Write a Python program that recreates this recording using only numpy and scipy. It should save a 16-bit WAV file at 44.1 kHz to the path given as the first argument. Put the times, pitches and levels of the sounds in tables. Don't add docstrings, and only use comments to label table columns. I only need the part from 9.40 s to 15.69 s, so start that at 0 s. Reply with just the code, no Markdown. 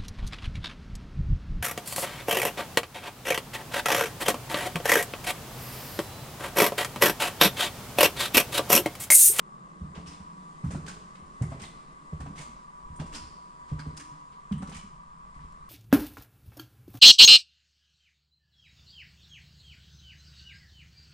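import sys
import numpy as np
from scipy import signal
from scipy.fft import rfft, irfft, next_fast_len
from scipy.io import wavfile
from scipy.ndimage import uniform_filter1d

SR = 44100
rng = np.random.default_rng(int(sys.argv[2]) if len(sys.argv) > 2 else 0)


def nominal_scale(level):
    x = np.asarray(level, float) / 20
    return 10 ** x


def wrap_up_sound(samples):
    columns = np.atleast_2d(samples).T
    tamed = np.clip(columns, -1, 1)
    steps = np.round(tamed * 32767).astype(np.int16)
    wavfile.write(sys.argv[1], SR, steps)


N = 277429
MIC_KNEE_HZ = 8700


def evened(x):
    return x / np.sqrt(np.mean(x ** 2) + 1e-20)


def read(points, hz):
    f, value = np.transpose(points)
    return np.interp(np.log(hz + 1), np.log(f + 1), value)


def add(mix, s, sound):
    part = mix[round(s * SR):][:len(sound)]
    part += sound[:len(part)]


def resonate(x, hz, width):
    turn = np.exp(2j * np.pi * np.cumsum(hz * np.ones(len(x))) / SR)
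    r = np.exp(-np.pi * width / SR)
    return 2 * (turn * signal.lfilter([1 - r], [1, -r], x / turn + 1e-18)).real


def resonate_twice(x, hz, width):
    return resonate(resonate(x, hz, width), hz, width)


def colour(x, gain_db):
    size = next_fast_len(x.shape[-1])
    gain = nominal_scale(gain_db(np.fft.rfftfreq(size, 1 / SR)))
    return irfft(rfft(x, size) * gain, size)[..., :x.shape[-1]]


def hump(hz, centre_hz, octaves):
    return np.exp(-.5 * (np.log2((hz + 1) / centre_hz) / octaves) ** 2)


def swell(t, rise):
    return (t / (2 * rise) * np.exp(1 - t / (2 * rise))) ** 2


def turned(x):
    return signal.hilbert(x, next_fast_len(len(x))).imag[:len(x)]


def bursts(rows, octaves, rise):
    t, out = np.arange(16384) / SR, np.zeros(N)
    noises = rng.standard_normal((len(rows), len(t)))
    for (s, db, centre_hz, contact), noise in zip(rows, noises):
        rough = colour(noise, lambda hz: -40 + 40 * hump(hz, centre_hz, octaves))
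        stroke = (1 - np.exp(-t / rise)) ** 2 * np.exp(-t / (5.0 * max(contact, .001)))
        burst = stroke * rough
        add(out, s, nominal_scale(db + 0.5) * burst / abs(burst).max())
    return out


def snaps(rows, trim_db):
    t, out = np.arange(1024) / SR, np.zeros(N)
    for s, db, hz, ring in rows:
        snap = np.exp(-t / ring) * np.sin(2 * np.pi * hz * t)
        add(out, s, nominal_scale(db + trim_db) * snap / abs(snap).max())
    return out


# start in seconds, peak in dB, board pitch in Hz, joist thump in dB against the peak.
HEELS = [(0.41, -36, 180, -1), (0.44, -35.5, 162, -21), (0.479, -50.5, 151, 3), (1.237, -24.5, 149.3, -23),
         (1.254, -24, 150.5, -10.5), (1.28, -34, 100, -6), (2.01, -20, 117, -26), (2.03, -27, 157, -9.5),
         (2.081, -44, 151, 2.5), (2.724, -31.5, 161.5, -5), (3.493, -44, 148, -0.5),
         (3.518, -45.5, 151, -9), (4.315, -26, 139.6, -8.5), (4.347, -38, 133, -3), (5.111, -23, 196, -16),
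         (5.134, -32.5, 153, -32), (5.162, -36, 162, -7), (5.957, -49.5, 151, -8), (5.993, -46.5, 154, -18),
         (6.04, -51.5, 160, -12)]
# the same four columns, in s, dB, Hz and dB.
TOES = [(0.569, -38, 176, -8), (1.306, -40, 200, -11), (1.327, -34, 166, -9), (1.348, -29.5, 154, -11.5),
        (1.408, -56, 152, 8), (1.437, -44, 172, -19.5), (2.115, -35, 130, -29), (2.139, -37.5, 151.6, -14),
        (2.798, -37.5, 111, -1.5), (2.829, -40.5, 151, -7), (2.865, -37.5, 161, -8),
        (2.898, -39, 188.6, -17), (3.593, -31, 151, -12), (3.637, -40, 162.4, -11), (4.39, -40, 151, -19),
        (4.462, -34, 152, -4.5), (4.53, -46.5, 157, -25), (5.198, -35.5, 169, -25), (5.22, -33, 184, -15),
        (5.28, -39.5, 160, -27)]
# the same four columns, in s, dB, Hz and dB.
LIFTS = [(0.668, -56, 159, 6.5), (0.796, -43.5, 178, -6.5), (1.497, -44, 189, -20),
         (1.565, -44.5, 177.4, -12), (1.815, -48.5, 185, -6), (2.209, -44, 200, -6),
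         (2.987, -41.5, 143, -23), (3.081, -53.5, 232, -7), (3.75, -49, 230, -23), (3.8, -61, 181, 9),
         (3.836, -46, 102, -3.5), (4.578, -56, 219, -28), (4.713, -46, 150, -29), (5.321, -47, 212, -18),
         (5.35, -39.5, 173, -8.5), (5.433, -43, 196, -14), (5.96, -44, 48, -18), (6.035, -44, 45, -20)]
# pitch in Hz, width in Hz, level in dB.
FLOOR_MODES = [(63, 15, 4), (151, 12.2, 2), (229.2, 13.7, 6), (280, 9.1, 3.5), (366, 4.3, -6),
               (436, 14, 20), (634, 20, -2)]
# sole slap in dB against the peak, contact time in seconds.
HEEL, TOE, LIFT = (-17, 0.005), (-8.5, 0.0051), (-15, 0.0054)
JOIST_HZ, SLAP_HZ = 77.8, 257


def thuds():
    t, out = np.arange(5000) / SR, np.zeros(N)
    for rows, (slap_db, contact) in ((HEELS, HEEL), (TOES, TOE), (LIFTS, LIFT)):
        for s, db, hz, thump_db in rows:
            board = swell(t, contact) * np.sin(2 * np.pi * hz * t)
            joist = swell(t, 1.42 * contact) * np.sin(2 * np.pi * JOIST_HZ * t)
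            slap = swell(t, 0.61 * contact) * np.sin(2 * np.pi * SLAP_HZ * t)
            add(out, s, nominal_scale(db) * (board + nominal_scale(thump_db) * joist + nominal_scale(slap_db) * slap))
    ringing = sum(nominal_scale(db) * resonate(out, hz, width) for hz, width, db in FLOOR_MODES)
    return out + ringing


# start in seconds, peak in dB, fade in seconds, fizz in dB against the peak.
TREADS = [(0.5493, -42.5, 0.032, -17.5), (1.2444, -50.5, 0.024, -2), (1.3063, -37.5, 0.029, -1.5),
          (1.3505, -53, 0.011, -6), (1.7514, -48.5, 0.019, -16), (2.02, -38.5, 0.016, 7),
          (2.1, -51, 0.033, 2), (2.1173, -49, 0.031, -18), (2.7307, -57, 0.013, -10),
          (2.8025, -42.5, 0.021, -6), (2.862, -50, 0.0096, -21), (3.5589, -47.5, 0.014, 17),
          (3.597, -39, 0.019, -12), (3.66, -49, 0.034, -1), (4.278, -54, 0.074, -13),
          (4.3892, -43, 0.017, -7), (4.3994, -43, 0.013, -13), (4.4653, -61, 0.02, -4),
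          (4.9198, -54, 0.025, -25), (5.1184, -44.5, 0.019, -3), (5.1237, -38, 0.0046, -32),
          (5.178, -49.5, 0.012, 26), (5.2185, -45.5, 0.028, -4), (5.9408, -58, 0.036, -5),
          (5.9997, -59, 0.051, -18)]
# the same four columns, in s, dB, s and dB.
DRAGS = [(0.662, -42.5, 0.063, -7.5), (0.722, -50.5, 0.037, -18), (1.4631, -39, 0.0085, -12),
         (1.4774, -34, 0.029, -7), (2.195, -43, 0.046, -11), (2.214, -38.5, 0.032, -1),
         (2.2341, -38.5, 0.012, -29), (2.247, -46, 0.015, -13), (2.9548, -45.5, 0.057, -7),
         (2.978, -38.5, 0.043, -7.5), (3.0093, -39.5, 0.018, 1), (3.7238, -42, 0.024, -8),
         (3.7358, -36.5, 0.016, -8), (3.7461, -32, 0.015, -8), (3.757, -34.5, 0.023, -6.5),
         (4.5671, -38, 0.012, 0), (4.5732, -35.5, 0.0097, 1), (4.5954, -36.5, 0.016, -3.5),
         (5.2728, -45, 0.013, -5), (5.293, -42.5, 0.015, -1), (5.319, -42.5, 0.03, -15),
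         (5.3429, -40.5, 0.024, -3), (5.364, -38, 0.008, 2), (5.3711, -39, 0.0062, -5),
         (5.385, -46.5, 0.02, -10)]
# pitch in Hz, level in dB per Hz.
SOLE = [(290, -11), (500, -7), (614, -14), (893, -1.5), (1270, 0.5), (2010, -2), (3910, -10), (4740, -11),
        (9000, -14.5), (11700, -42), (19800, -120)]
# squeak in dB against the peak when fizz is 0 dB, shortest rise in seconds.
TREAD, DRAG = (-4.5, .003), (-10.5, .005)
SQUEAK_PER_FIZZ, RISE_PER_FADE = 0.47, .22


def scuffs():
    t, out = np.arange(8192) / SR, np.zeros(N)
    rubs = [(*row, *TREAD) for row in TREADS] + [(*row, *DRAG) for row in DRAGS]
    for s, db, fade, fizz_db, squeak_db, rise in sorted(rubs):
        size = rng.exponential(1, len(t) // 64)
        slips = rng.standard_normal(len(t)) * np.repeat(nominal_scale(2.3 * np.minimum(size, 3.5)), 64)
        squeak_db = squeak_db + SQUEAK_PER_FIZZ * fizz_db
        rise = rise + RISE_PER_FADE * fade

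        def sole_db(hz):
            squeak = (squeak_db + 7.0) * hump(hz, 1500, 0.49)
            fizz = (fizz_db + 12.0) * hump(hz, 9730, 0.69)
            return read(SOLE, np.minimum(hz, MIC_KNEE_HZ)) + squeak + fizz

        stroke = np.minimum(t / rise, 1) ** 2 * np.exp(-np.maximum(t - rise, 0) / fade)
        add(out, s - .5 * rise, nominal_scale(db - 6) * evened(colour(slips, sole_db)) * stroke)
    return out


# start in seconds, peak in dB, pitch in Hz, contact in seconds.
KNOCKS = [(0.553, -44.5, 611, 0.0055), (0.574, -46, 681, 0.0067), (0.805, -50.5, 970, 0.0021),
          (1.241, -44.5, 890, 0.0057), (1.307, -40.5, 468, 0.0015), (1.346, -36.5, 740, 0.0016),
          (1.368, -44, 557, 0.0019), (2.006, -39.5, 423, 0.0017), (2.025, -40, 734, 0.0059),
          (2.116, -37, 670, 0.006), (2.236, -44, 660, 0.0035), (2.728, -44, 460, 0.0056),
          (2.806, -41.5, 610, 0.0047), (2.86, -38.5, 730, 0.0025), (2.996, -44, 644, 0.0039),
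          (3.401, -56, 980, 0.0017), (3.596, -41, 915, 0.0022), (3.612, -39, 444, 0.0017),
          (3.649, -50, 447, 0.0019), (3.749, -56, 860, 0.0017), (4.313, -42, 417, 0.0044),
          (4.382, -48, 980, 0.0068), (4.463, -44.5, 436, 0.003), (5.111, -47, 945, 0.0051),
          (5.224, -37, 670, 0.00081), (5.29, -44.5, 433, 0.0032), (5.317, -42, 940, 0.0033),
          (5.598, -68, 980, 0.0027), (5.989, -50.5, 1090, 0.003)]
# start in seconds, peak in dB, pitch in Hz, ring in seconds.
RAPS = [(0.569, -40, 528, 0.0015), (0.588, -39, 560, 0.0015), (0.803, -50, 993, 0.0015),
        (1.241, -37, 900, 0.0015), (1.306, -40, 468, 0.0015), (1.347, -38, 452, 0.0015),
        (1.356, -41, 778, 0.0015), (2.014, -37, 536, 0.0015), (2.025, -40, 756, 0.0015),
        (2.116, -39, 738, 0.0015), (2.73, -44, 476, 0.0015), (2.806, -39.5, 627, 0.0015),
        (2.866, -39, 735, 0.0015), (3.401, -51, 999, 0.0015), (3.592, -37, 996, 0.0015),
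        (3.614, -40, 460, 0.0015), (4.398, -40, 993, 0.0015), (4.463, -40, 452, 0.0016),
        (5.111, -40, 996, 0.0015), (5.224, -40, 452, 0.0013), (5.224, -35, 670, 0.0015),
        (5.317, -38, 939, 0.0017)]


def knocking():
    return bursts(KNOCKS, octaves=1.09, rise=0.00082) + snaps(RAPS, trim_db=-2.5)


# start in seconds, peak in dB, pitch in Hz, contact in seconds.
SQUEAKS = [(1.35, -45, 1400, 0.0023), (1.478, -40.5, 1540, 0.0032), (2.225, -47.5, 2000, 0.0046),
           (2.24, -59, 2980, 0.005), (2.98, -46, 2150, 0.0032), (3.745, -41, 5000, 0.0046),
           (3.79, -58, 4700, 0.043), (.672, -47.5, 5300, 0.0046), (4.392, -42, 1460, 0.0015),
           (4.392, -46.5, 4730, 0.0024), (4.6, -50, 1820, 0.0038), (5.224, -46, 1350, 0.0016),
           (2.865, -56, 2400, 0.0026), (2.03, -51, 2000, 0.0035), (5.18, -59, 1900, 0.0029),
           (5.275, -62, 3900, 0.003), (5.35, -48, 2170, 0.002), (5.33, -49.5, 2880, 0.0065),
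           (2.25, -47, 3600, .003), (5.13, -50.5, 2850, 0.0036)]
# start in seconds, peak in dB, pitch in Hz, contact in seconds.
PIPS = [
    (1.258, -58, 10300, .006),
    (1.258, -52, 14000, .005),
    (3.559, -57, 8800, 0.0035),
    (5.18, -60, 8530, .003),
]


def squeaking():
    return bursts(SQUEAKS, octaves=0.24, rise=0.002) + bursts(PIPS, octaves=.04, rise=.002)


# start in seconds, peak in dB, pitch in Hz, ring in seconds.
GRIT = [(0.548, -40, 2090, 0.0006), (0.5581, -45, 2090, 0.0006), (0.5714, -40, 2290, 0.0006),
        (0.5884, -43, 1560, 0.0006), (0.6624, -41, 2900, 0.0006), (0.6724, -41, 5280, 0.0006),
        (1.2414, -53, 1400, 0.0006), (1.2461, -48, 1770, 0.0006), (1.3067, -38, 1550, 0.0006),
        (1.3144, -43, 1410, 0.0006), (1.4633, -40, 1690, 0.0006), (1.477, -33, 1600, 0.00066),
        (1.4854, -33, 1560, 0.0006), (2.0213, -44, 1470, 0.0006), (2.0274, -36, 1900, 0.0006),
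        (2.2096, -39, 1470, 0.0006), (2.225, -35, 2480, 0.0006), (2.2394, -37, 2030, 0.0006),
        (2.2524, -41, 3880, 0.0006), (2.7312, -50, 1690, 0.0006), (2.8035, -45, 1400, 0.0006),
        (2.8074, -45, 1500, 0.0006), (2.8599, -47, 1760, 0.0006), (2.867, -43, 1750, 0.0006),
        (2.9595, -44, 1670, 0.0006), (2.9786, -40, 2120, 0.0006), (2.9824, -36, 2240, 0.0006),
        (2.9994, -34, 2200, 0.0006), (3.016, -39, 2280, 0.0006), (3.5593, -48, 1600, 0.0006),
        (3.592, -45, 1500, 0.0006), (3.6022, -34, 1510, 0.00066), (3.7284, -42, 2010, 0.0006),
        (3.7469, -33, 4100, 0.0006), (3.7556, -31, 4640, 0.0006), (4.3949, -39, 1400, 0.0006),
        (4.395, -36, 1500, 0.0006), (4.5677, -43, 9200, 0.0006), (4.5745, -30.5, 5170, 0.00081),
        (4.5994, -34, 1950, 0.0006), (5.1198, -48, 1720, 0.0006), (5.1243, -41, 3460, 0.0006),
        (5.2254, -41, 1460, 0.0006), (5.2734, -46, 4020, 0.0006), (5.293, -38, 2220, 0.0006),
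        (5.317, -39, 2220, 0.0006), (5.3354, -40, 2990, 0.0006), (5.3494, -37, 2100, 0.0006),
        (5.3654, -37, 2160, 0.0006), (5.3727, -35, 2100, 0.00051)]


def gritting():
    return snaps(GRIT, trim_db=-4)


# start in seconds, peak in dB, pitch in Hz, contact in seconds.
RINGS = [(.58, -49.5, 285, .03), (.95, -52, 286, 0.038), (1.26, -43, 282, .012), (2.6, -54, 292, 0.028),
         (2.85, -49, 284, .03), (4.47, -47, 230, 0.0056), (4.56, -47.5, 290, 0.022),
         (2.04, -45, 368, 0.012), (3.72, -46.5, 307, 0.017), (1.35, -39.5, 350, 0.0039),
         (3.608, -40, 171, 0.0034)]


def loose_boards():
    return bursts(RINGS, octaves=0.13, rise=0.0056)


# start in seconds, peak in dB.
TICKS = [
    (6.123, -46),
    (3.3, -60),
    (1.2455, -48),
    (5.785, -55),
]


def ticks():
    t, out = np.arange(300) / SR, np.zeros(N)
    for s, db in TICKS:
        plastic = resonate_twice(rng.standard_normal(len(t)), 11500, 5000)
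        add(out, s, nominal_scale(db) * np.exp(-t / 0.003) * plastic)
    return out


def scatter(x):
    taps = rng.standard_normal(900) * np.exp(-np.arange(900) / 200)
    return signal.oaconvolve(x, taps / np.linalg.norm(taps))[:N]


# pitch in Hz, time to fall by 60 dB in seconds.
HALL = [(200, 0.58), (700, 0.41), (2000, 0.67), (5000, 0.75), (10000, 0.5)]


def hall(x):
    taps = np.zeros((2, SR))
    at = np.arange(200, SR - 20, 20) + rng.integers(0, 20, (2, (SR - 201) // 20))
    np.put_along_axis(taps, at, rng.choice([-1., 1.], at.shape), 1)
    hz, t, z = signal.stft(taps, SR, nperseg=512)
    decay = nominal_scale(-60 * t / read(HALL, hz)[:, None])
    tail = signal.istft(z * decay, SR, nperseg=512)[1]
    tail = tail * np.linspace(1, 0, tail.shape[1])
    return signal.fftconvolve(x[None], tail / np.linalg.norm(tail[0]), axes=1)[:, :N]


# time in seconds, level in dB.
MOTOR = [(0, -77), (.55, -66.5), (1, -56), (1.4, -66), (2, -73), (2.7, -65), (3.1, -59), (3.8, -56),
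         (4.3, -57), (5.2, -59.5), (5.7, -62), (6.29, -66.5)]
# pitch in Hz, width in Hz, level in dB.
MOTOR_BANDS = [(1013, 2.9, -63), (1056, 58, -62.5), (1151, 96, -52.5), (1227, 21, -75), (1996, 6, -70.5),
               (1563, 48, -70.5)]
WHISTLE_HZ, WHISTLE_LEAK_DB = 985.5, -4.5
LEAK_DB = -12


def motors():
    t = np.arange(N) / SR
    waver = evened(uniform_filter1d(rng.standard_normal(N), 1800))
    pitch_hz = WHISTLE_HZ + 4 * np.roll(waver, N // 2)
    level = nominal_scale(np.interp(t, *np.transpose(MOTOR)) + 2.2 * waver)
    whistle = level * np.sqrt(2) * np.cos(2 * np.pi * np.cumsum(pitch_hz) / SR)
    whine = np.zeros(N)
    for hz, width, db in MOTOR_BANDS:
        whine += nominal_scale(db) * evened(resonate_twice(rng.standard_normal(N), hz, width))
    stray = nominal_scale(-65.0) * evened(resonate_twice(rng.standard_normal(N), 1070, 200))
    whine_left = nominal_scale(LEAK_DB) * (0.69 * whine + 0.97 * turned(whine))
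    whistle_left = 0.13 * whistle + 0.7 * turned(whistle)
    return np.array([whine_left + whistle_left + stray, whine + whistle / nominal_scale(WHISTLE_LEAK_DB)])


# pitch in Hz, level in dB per Hz.
HOUSE = [(13, -42), (22, 4), (68, -10), (107, -56), (145, -6), (173, -3), (234, -12.5), (253, -15.5),
         (294, -14.5), (691, -21.5), (1010, -18.5), (1330, -24.5), (2040, -27.5), (2490, -31), (4500, -35),
         (7500, -33.5), (9000, -34.5), (11700, -71), (19800, -120)]
# pitch in Hz, level in dB per Hz.
PORTS = [(13, -61), (22, -25), (102, -22), (272, -15.5), (537, -27), (625, -18.5), (674, -18.5),
         (959, -14.5), (1170, 0.5), (1470, -35), (2040, -31), (2620, -35), (4500, -37.5), (9000, -32),
         (11700, -69), (19800, -120)]
# time in seconds, level in dB.
HUM = [
    (0, -54),
    (.66, -52.5),
    (1.77, -54.5),
    (2.52, -62),
    (3.31, -62),
    (3.75, -65),
    (4.08, -59.5),
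    (4.41, -81.5),
    (5.08, -60.5),
    (6.29, -56),
]
# time in seconds, strength from 0 to 1.5.
STEPS = [
    (.41, 0.5),
    (1.24, 0.9),
    (2.01, 0.98),
    (2.72, 0.94),
    (3.55, 1.1),
    (4.31, 0.74),
    (5.11, 0.7),
    (5.96, 0.47),
]
# time in seconds, level in dB.
HAND = [(0, -3), (.7, -5), (1.4, -1), (2.2, -5), (2.8, 0.5), (3.2, -2), (3.6, 3.5), (4.05, -5.5), (4.4, 5),
        (4.62, -4), (5, -1.5), (5.6, 1), (6.29, 2)]
# time in seconds, level in dB.
AIR = [(0, -2.5), (.5, -1), (1, 1.5), (1.9, 1.5), (2.6, 0), (3.4, -0.5), (4.1, 0.5), (4.9, 0), (5.5, -3.5),
       (5.9, -1.5), (6.29, -1)]
HOUSE_DB, PORTS_DB = -51.5, -52.5
STIR_LAG_S, STIR_WIDTH_S = 0.2, 0.19
STIR_DB = (7.5, 8.5, 4)
TREND_DB_PER_S = (0.5, -1.7, -0.33)


def background():
    frames, hz = N // 512 + 5, np.fft.rfftfreq(2048, 1 / SR)[:, None]
    a, b, c, d, patches = rng.standard_normal((frames, 1025, 5)).T
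    patches = evened(uniform_filter1d(uniform_filter1d(patches, 20, 0), 8, 1))
    t = np.arange(frames) * 512 / SR
    stir = sum(weight * np.exp(-.5 * ((t - step - STIR_LAG_S) / STIR_WIDTH_S) ** 2) for step, weight in STEPS)
    stir, walk = stir - stir.mean(), t - t.mean()
    rumble, murmur, hiss = (db * stir + trend * walk for db, trend in zip(STIR_DB, TREND_DB_PER_S))
    rumble = rumble + np.interp(t, *np.transpose(HAND))
    hiss = hiss + np.interp(t, *np.transpose(AIR))
    s, hum_db = np.transpose(HUM)
    hum = np.interp(t, s, hum_db - hum_db.mean())
    drift = rumble * (hz < 95) + hum * hump(hz, 180.7, 0.11) * (hz >= 95)
    drift = drift + murmur * hump(hz, 357, 0.75) + hiss / (1 + (1500 / (hz + 1)) ** 2)
    ring = sum(3.1 / (1 + ((hz - f) / width) ** 2) for f, width, _ in FLOOR_MODES)
    dips = 4.3 * hump(hz, 6040, 0.082) + 3.7 * hump(hz, 15900, 0.12)
    colours = np.array([read(table, np.minimum(hz, MIC_KNEE_HZ)) for table in (HOUSE, PORTS)])
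    shape_db = colours + drift + ring - dips + 1.1 * patches
    spectra = np.array([a + 1j * b, c + 1j * d]) * nominal_scale(shape_db)
    both = signal.istft(spectra, nperseg=2048, noverlap=1536)[1][:, :N]
    return np.array([nominal_scale(HOUSE_DB) * evened(both[0]), nominal_scale(PORTS_DB) * evened(both[1])])


# pitch in Hz, level in dB.
WIDTH = [(60, -20.5), (200, -24), (400, -16), (1000, -2.5), (3000, -6), (9000, -0.5)]


def scene():
    low, knocks = thuds(), knocking()
    bright = squeaking() + gritting()
    high = scuffs() + bright
    in_sum = low + knocks + high + ticks()
    in_difference = 0.37 * turned(low) + scatter(1.1 * knocks + 1.1 * bright) + 1.1 * scuffs()
    echoes = hall(nominal_scale(-10.0) * low + nominal_scale(-5.5) * knocks + nominal_scale(-5.5) * high)
    steps = np.array([in_sum, in_difference]) + echoes
    steps[1] = colour(steps[1], lambda hz: read(WIDTH, hz))
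    mid, side = steps + background() + motors()
    mid = mid + loose_boards()
    return np.array([mid + side, mid - side])


# pitch in Hz, level in dB.
LEAN = [(60, -0.5), (250, -1.5), (700, -0.67), (2500, -0.27), (5000, 0), (9000, -4.5)]
# pitch in Hz, level in dB.
MIC = [(8800, 0), (9800, -6.5), (10800, -18.5), (12500, -24), (14800, -28), (15600, -41)]


def housing(dry):
    left = colour(dry[0], lambda hz: read(LEAN, hz))
    return colour(np.array([left, dry[1]]), lambda hz: read(MIC, hz))


def squelch(x, edge_hz, floor_db):
    hz, _, z = signal.stft(x, SR, nperseg=1024)
    power = uniform_filter1d(abs(z.mean(0)) ** 2, size=8, axis=0)
    power = uniform_filter1d(power, size=2, axis=1)
    kept = (power > nominal_scale(2 * floor_db)) | (hz < edge_hz)[:, None]
    return signal.istft(z * np.maximum(kept, .08), SR, nperseg=1024)[1][:, :N]


def roll_off(x):
    return signal.sosfilt(signal.butter(12, 15640, fs=SR, output="sos"), x)


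def record(dry):
    mix = squelch(housing(dry), edge_hz=10700, floor_db=-118.5)
    return roll_off(mix)


dry = scene()
out = record(dry)
wrap_up_sound(out)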